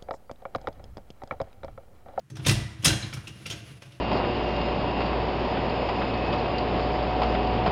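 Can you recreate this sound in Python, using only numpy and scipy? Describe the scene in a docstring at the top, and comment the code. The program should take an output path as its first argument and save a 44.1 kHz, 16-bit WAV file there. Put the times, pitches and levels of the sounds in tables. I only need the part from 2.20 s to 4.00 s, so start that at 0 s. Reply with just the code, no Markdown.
"""In a hard-walled room, a wire rack is pushed into an open dishwasher.
It clatters onto its rails twice, rolls in with small clicks and knocks against the stop.
Knocks and grit are shaped noise, and they excite the decaying modes of the wires.
The steel tub booms: heavy blows excite low panel modes, and the wheels give a noise rumble.
The tub and the room prolong each knock; a faint steady noise lies beneath."""
import sys
import numpy as np
from scipy import signal
from scipy.fft import rfft, irfft
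from scipy.io import wavfile

SR = 44100
rng = np.random.default_rng(int(sys.argv[2]) if len(sys.argv) > 2 else 0)


def put_to_file(sound):
    """Save the sound as 16-bit audio at rate SR, in the file named by the first command-line argument."""
    columns = np.atleast_2d(sound).T  # one column per channel
    safe = np.clip(columns, -1, 1)
    whole_steps = np.round(safe * 32767)
    wavfile.write(sys.argv[1], SR, whole_steps.astype(np.int16))


N = 79380  # 1.8 s

# Knocks of the rack on its rails:
# t/s, level/dB, low-mid body/dB, treble/dB, decay time constant/s, f of the struck wire/Hz
KNOCKS = [(0.099, -47, 7.5, 0.5, 0.0077, 6200), (0.153, -47.5, 1, -7, .008, 5800),
          (0.165, -41.5, 6, -4, 0.012, 3670), (0.193, -43.5, 11, -21, 0.0114, 2750),
          (.247, -35.5, -3.5, -15, 0.036, 2400), (.261, -22, 3, 1, 0.022, 3700),
          (.266, -28.5, 2, 5, 0.018, 5450), (.279, -23.5, 1, 0, 0.019, 4230),
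          (0.292, -19, -20, -7, 0.0047, 1960), (0.309, -25.5, 13.5, 8, 0.0084, 3120),
          (.310, -39.5, -17, 4, .01, 8700), (.321, -35, -2, 8.5, 0.0066, 8650),
          (0.35, -33, 3.5, -3, 0.0072, 3000), (0.622, -45.5, -6, -2, .02, 2760),
          (0.633, -36, 13.5, 0, 0.024, 3220), (.644, -17, -7, 4.5, 0.0096, 5030),
          (.650, -18, -3, 2, 0.017, 3350), (.655, -18, -6, 2, 0.0091, 6735),
          (.664, -20.5, 2.5, -2, 0.0092, 6430), (0.675, -20, -2.5, -2, 0.014, 3960),
          (0.699, -27.5, 7, -3, 0.016, 1700), (.724, -27.5, 10.5, -7, 0.013, 3430),
          (.822, -37.5, -2.5, -21, 0.032, 3900), (0.925, -36.5, 4.5, -22, 0.017, 2280),
          (0.933, -40, -1, 6, 0.014, 5370), (.967, -42, 6, -15, 0.016, 1390),
          (1.069, -39.5, -10, -10.5, 0.012, 2750), (1.075, -42, 5, 2, 0.0095, 5160),
          (1.256, -34, -1, -15, 0.0097, 2670), (1.263, -36, -0.5, -1, .005, 4700),
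          (1.298, -32, -11, -4, 0.0055, 2720), (1.306, -33.5, -3, -8, .008, 3210),
          (1.319, -36.5, 1.5, -7, 0.016, 6650), (1.619, -42.5, 5, -6, 0.0086, 2710),
          (1.654, -53, 8.5, -2, 0.025, 2780), (1.718, -55, -20, -22, 0.012, 2850),
          (1.747, -59, -11, -38, 0.0078, 2660)]
# Relative spectral density of a knock: f/Hz, level/dB
KNOCK_SPECTRUM = [(150, 8), (400, -4.5), (800, -4.5), (1200, -4), (1700, -2.5), (2300, -1.5), (3100, 0.5),
                  (4300, -4), (6200, -2), (7600, -6.5), (10000, -10), (12500, -17.5), (16000, -26)]
# Resonances of the rack that colour every knock and the rolling: f/Hz, half-width/Hz, level/dB
RACK_RESONANCES = [(2774, 210, -1), (4840, 600, 0), (5370, 120, 1.5), (7400, 300, -2.5), (8720, 45, 10.5),
                   (10150, 180, 3), (12830, 170, 2.5)]
KNOCK_RISE_S, KNOCK_GRAIN_DB = 0.0045, 3.5
STRUCK_WIRE_DB, STRUCK_WIRE_HALF_WIDTH_HZ = 8.5, 246  # how far the struck wire stands out
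CAVITY_DB, CAVITY_T60_S, ROOM_DB = -4, 0.12, -13.5  # echoes relative to the direct knock


def knocks():
    """Impact and reverberation: bursts of tiny contacts, with echoes from the tub and the room."""
    direct, echoes = np.zeros(N), np.zeros(N)
    t = np.arange(2 ** 15) / SR
    rise = np.minimum(t / KNOCK_RISE_S, 1)
    cavity = rise * amp(CAVITY_DB - 60 * t / CAVITY_T60_S)
    for start, db, body_db, treble_db, decay, wire_hz in KNOCKS:
        struck_wire = (wire_hz, STRUCK_WIRE_HALF_WIDTH_HZ, STRUCK_WIRE_DB)
        resonances = RACK_RESONANCES + [struck_wire]
        # Three independent noises: direct sound, tub echo and room echo
        bursts = grains(len(t), KNOCK_SPECTRUM, KNOCK_GRAIN_DB, body_db, treble_db, resonances, count=3)
        chatter, early, late = amp(db) * scattered(bursts)
        fall = np.exp(-np.maximum(t - KNOCK_RISE_S, 0) / decay)
        add(direct, start, chatter * rise * fall)
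        add(echoes, start, early * cavity + amp(ROOM_DB) * room(late))
    return direct, echoes


# Ringing modes of the wires: f/Hz, relative level/dB, t60/s
WIRE_MODES = [(575, 4.5, 0.5), (692, 5.5, 0.44), (1583, 3.5, 0.4), (2420, -8, 0.78), (2708, 4, .35),
              (2830, 3.5, 0.41), (3476.5, -4.5, 0.19), (3280, -5.5, 0.46), (3970, -15.5, 1),
              (4079, 5.5, 0.22), (5150, 4.5, 0.2), (5990, 5, 0.19)]
WIRES_DB = -14.5


def wires(excitation):
    """Modal resonance: contact forces set the wires ringing, by convolution with their response."""
    return amp(WIRES_DB) * through(excitation, ringing(WIRE_MODES))


# Blows that reach the tub: t/s, relative level/dB, reference t60/s, extra level of upper modes/dB
THUMPS = [(0.03, -44, 0.067, -14), (0.112, -33.5, 0.43, 1.5), (.188, -23, 0.17, -2),
          (0.263, -21.5, 0.39, 0), (.284, -12.5, 0.21, -2), (.368, -26, 0.23, 4),
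          (.408, -23.5, 0.27, -11.5), (.590, -28, 0.12, -24), (.667, -15, 0.25, 4), (0.699, -31, 0.4, 6.5),
          (.838, -22, 0.12, 2.5), (0.937, -26.5, 0.14, -1), (0.975, -21, 0.072, -13),
          (1.036, -38, .15, -15), (1.097, -29, 0.12, 0), (1.276, -34.5, 0.18, 0), (1.295, -32.5, 0.17, -4),
          (1.332, -36, 0.18, 11.5), (1.422, -34, 0.11, 8), (1.507, -35, 0.26, -4), (1.647, -44, 0.49, -0.5),
          (1.760, -47.5, 0.1, 0.5)]
# Modes of the tub panels: f/Hz, relative level/dB, ring time as a multiple of the blow's t60
TUB_MODES = [(51.3, -39, 1.9), (74.3, -10.5, 2.15), (110.8, -1.5, 0.93), (131.8, 4, 0.73), (152, -23, 1.8),
             (194.1, -13.5, 0.96), (219.1, -11, 0.35), (314.1, -9, 0.76), (342.1, -14.5, 0.61),
             (384.5, -22.5, 0.97), (418, -16, 0.58)]
THUMP_DB, PUSH_S = -1, 0.01  # gain of all blows; time constant of the swell
UPPER_HZ = (170, 300)  # the extra level fades in over this range


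def tub():
    """Panel vibration: each blow swells into low modes, and its hardness sets the upper ones."""
    out = np.zeros(N)
    swell = 1 - np.exp(-np.arange(SR) / SR / PUSH_S)
    for start, db, t60, upper_db in THUMPS:
        modes = []
        for hz, level, ring_share in TUB_MODES:
            extra_db = np.interp(hz, UPPER_HZ, [0, upper_db])
            modes.append((hz, level + extra_db, t60 * ring_share))
        add(out, start, amp(db + THUMP_DB) * swell * ringing(modes))
    return out


# Rolling on the rails: t/s, rumble level/dB, grit level before unevenness/dB
ROLL = [(0, -55, -81), (.09, -59, -81), (.2, -45, -61), (.3, -20.5, -39.5), (.43, -36, -52),
        (.56, -45.5, -59.5), (0.641, -38.5, -52.5), (.70, -27.5, -70), (.8, -35, -55),
        (1.001, -46.5, -53.5), (1.2, -44, -56), (1.35, -46, -50.5), (1.55, -52, -59), (1.8, -53, -62.5)]
# Relative spectral density of the rumble: f/Hz, level/dB
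RUMBLE_SPECTRUM = [(20, -44), (32, -41), (45, 15), (75, -14), (92, 1.5), (110, 7.5), (132, 3.5),
                   (165, -12.5), (205, -3), (255, -28.5), (315, -7), (450, -28), (700, -25.5), (1500, -65)]
# Relative spectral density of the grit: f/Hz, level/dB
GRIT_SPECTRUM = [(200, 3), (600, -7), (1050, -9.5), (1600, -8.5), (2800, -7), (4500, -12.5), (6700, -16.5),
                 (7800, -20), (9300, -21), (10500, -14), (12000, -26.5), (16000, -34)]
GRIT_GRAIN_DB = -1
UNEVEN_DB, UNEVEN_STEP_S = 3, 0.025  # the grip of the wheels comes and goes


def wheels():
    """Rolling contact: a low rumble in the tub and a fine, unsteady grit from the rails."""
    roll_t, rumble_db, grit_db = np.transpose(ROLL)
    t = np.arange(N) / SR
    steps = np.arange(0, N / SR + 0.1, UNEVEN_STEP_S)
    uneven_db = UNEVEN_DB * np.interp(t, steps, rng.standard_normal(len(steps)))
    rumble_noise = grains(N, RUMBLE_SPECTRUM)[0]
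    rumble = amp(np.interp(t, roll_t, rumble_db)) * rumble_noise
    grit_noise = grains(N, GRIT_SPECTRUM, GRIT_GRAIN_DB, resonances=RACK_RESONANCES)[0]
    grit = amp(np.interp(t, roll_t, grit_db) + uneven_db) * grit_noise
    return rumble, grit


# Reverberation of the room: f/Hz, t60/s
ROOM_T60 = [(100, 1), (500, 0.76), (1500, 0.94), (3000, 0.64), (6000, 0.55), (10000, 0.49), (16000, 0.28)]
ROOM_BUILD_UP_S = 0.004  # time constant


def room(x):
    """Diffuse-field decay: the sound builds up, then each band dies away at its own rate."""
    hz, t, bands = signal.stft(x, SR, nperseg=256)
    decay = amp(-60 * t / read(ROOM_T60, hz)[:, None])
    tail = signal.istft(bands * decay, SR, nperseg=256)[1][:len(x)]
    return tail * (1 - np.exp(-np.arange(len(x)) / SR / ROOM_BUILD_UP_S))


# Relative spectral density of the background: f/Hz, level/dB
FLOOR_SPECTRUM = [(20, -39), (120, 7), (500, -27.5), (1500, -21.5), (4000, -32.5), (10000, -35),
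                  (16000, -42)]
FLOOR_DB = -59


def floor():
    """Stationary noise: a faint, steady coloured background."""
    return amp(FLOOR_DB) * grains(N, FLOOR_SPECTRUM)


BODY_HZ, TREBLE_HZ = (1000, 2600), (4500, 9000)  # transition ranges of the low and high shelves


def grains(size, spectrum, grain_db=0, body_db=0, treble_db=0, resonances=(), count=1):
    """Spectral shaping: rows of uneven noise take a spectrum, two shelves and resonances."""
    unevenness = np.minimum(rng.exponential(1, (count, size)), 5)
    noise = rng.standard_normal((count, size)) * amp(grain_db * unevenness)
    hz = np.fft.rfftfreq(size, 1 / SR)
    db = read(spectrum, hz)
    db = db + np.interp(hz, BODY_HZ, [body_db, 0])
    db = db + np.interp(hz, TREBLE_HZ, [0, treble_db])
    for centre, half_width, lift in resonances:
        db = db + lift / (1 + ((hz - centre) / half_width) ** 2)
    return unit(irfft(rfft(noise) * amp(db), size))


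SCATTER_DB, SCATTER_HZ = 3, 109.04  # spread of the random gains; spacing of the bands


def scattered(x, count=400):
    """Modal overlap: each knock stirs a random mix of many close wire modes, as random band gains."""
    hz = np.fft.rfftfreq(x.shape[-1], 1 / SR)
    band_hz = SCATTER_HZ * np.arange(count)
    db = SCATTER_DB * np.interp(hz, band_hz, rng.standard_normal(count))
    return unit(irfft(rfft(x) * amp(db), x.shape[-1]))


def ringing(modes):
    """Modal superposition: one second of exponentially decaying sines."""
    t = np.arange(SR) / SR
    return sum(amp(db - 60 * t / t60) * np.sin(2 * np.pi * hz * t) for hz, db, t60 in modes)


def through(x, response):
    """Linear filtering: convolution with a response scaled to unit energy."""
    return signal.fftconvolve(x, response / np.linalg.norm(response))[:N]


def read(points, hz):
    """Logarithmic frequency scale: interpolates a table along it."""
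    f, value = np.transpose(points)
    return np.interp(np.log(hz + 1), np.log(f + 1), value)


def amp(db):
    """Decibel law: level to amplitude ratio."""
    return 10 ** (np.asarray(db) / 20)


def unit(x):
    """Root-mean-square normalization: one common factor for all rows."""
    return x / np.sqrt(np.mean(x ** 2) + 1e-20)


def add(mix, start, sound):
    """Superposition: adds a sound to the mix from its start time in seconds."""
    part = mix[max(round(start * SR), 0):][:len(sound)]
    part += sound[:len(part)]


def scene():
    """Superposition of the knocks, wires, tub, wheels and background."""
    hits, echoes = knocks()
    rumble, grit = wheels()
    rack = hits + wires(hits + grit) + echoes + tub() + rumble + grit
    return rack[None] + floor()


LOW_CUT_HZ, EDGE_HZ = 76, 15950


def record(dry):
    """Band limitation: the microphone sheds the deepest bass, then a low-pass removes the top."""
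    high_pass = signal.butter(3, LOW_CUT_HZ, "high", fs=SR, output="sos")
    thin = signal.sosfilt(high_pass, dry)
    low_pass = signal.firwin(511, EDGE_HZ, window=("kaiser", 9), fs=SR)
    return signal.oaconvolve(thin, low_pass[None], "same")


dry = scene()
out = record(dry)
put_to_file(out)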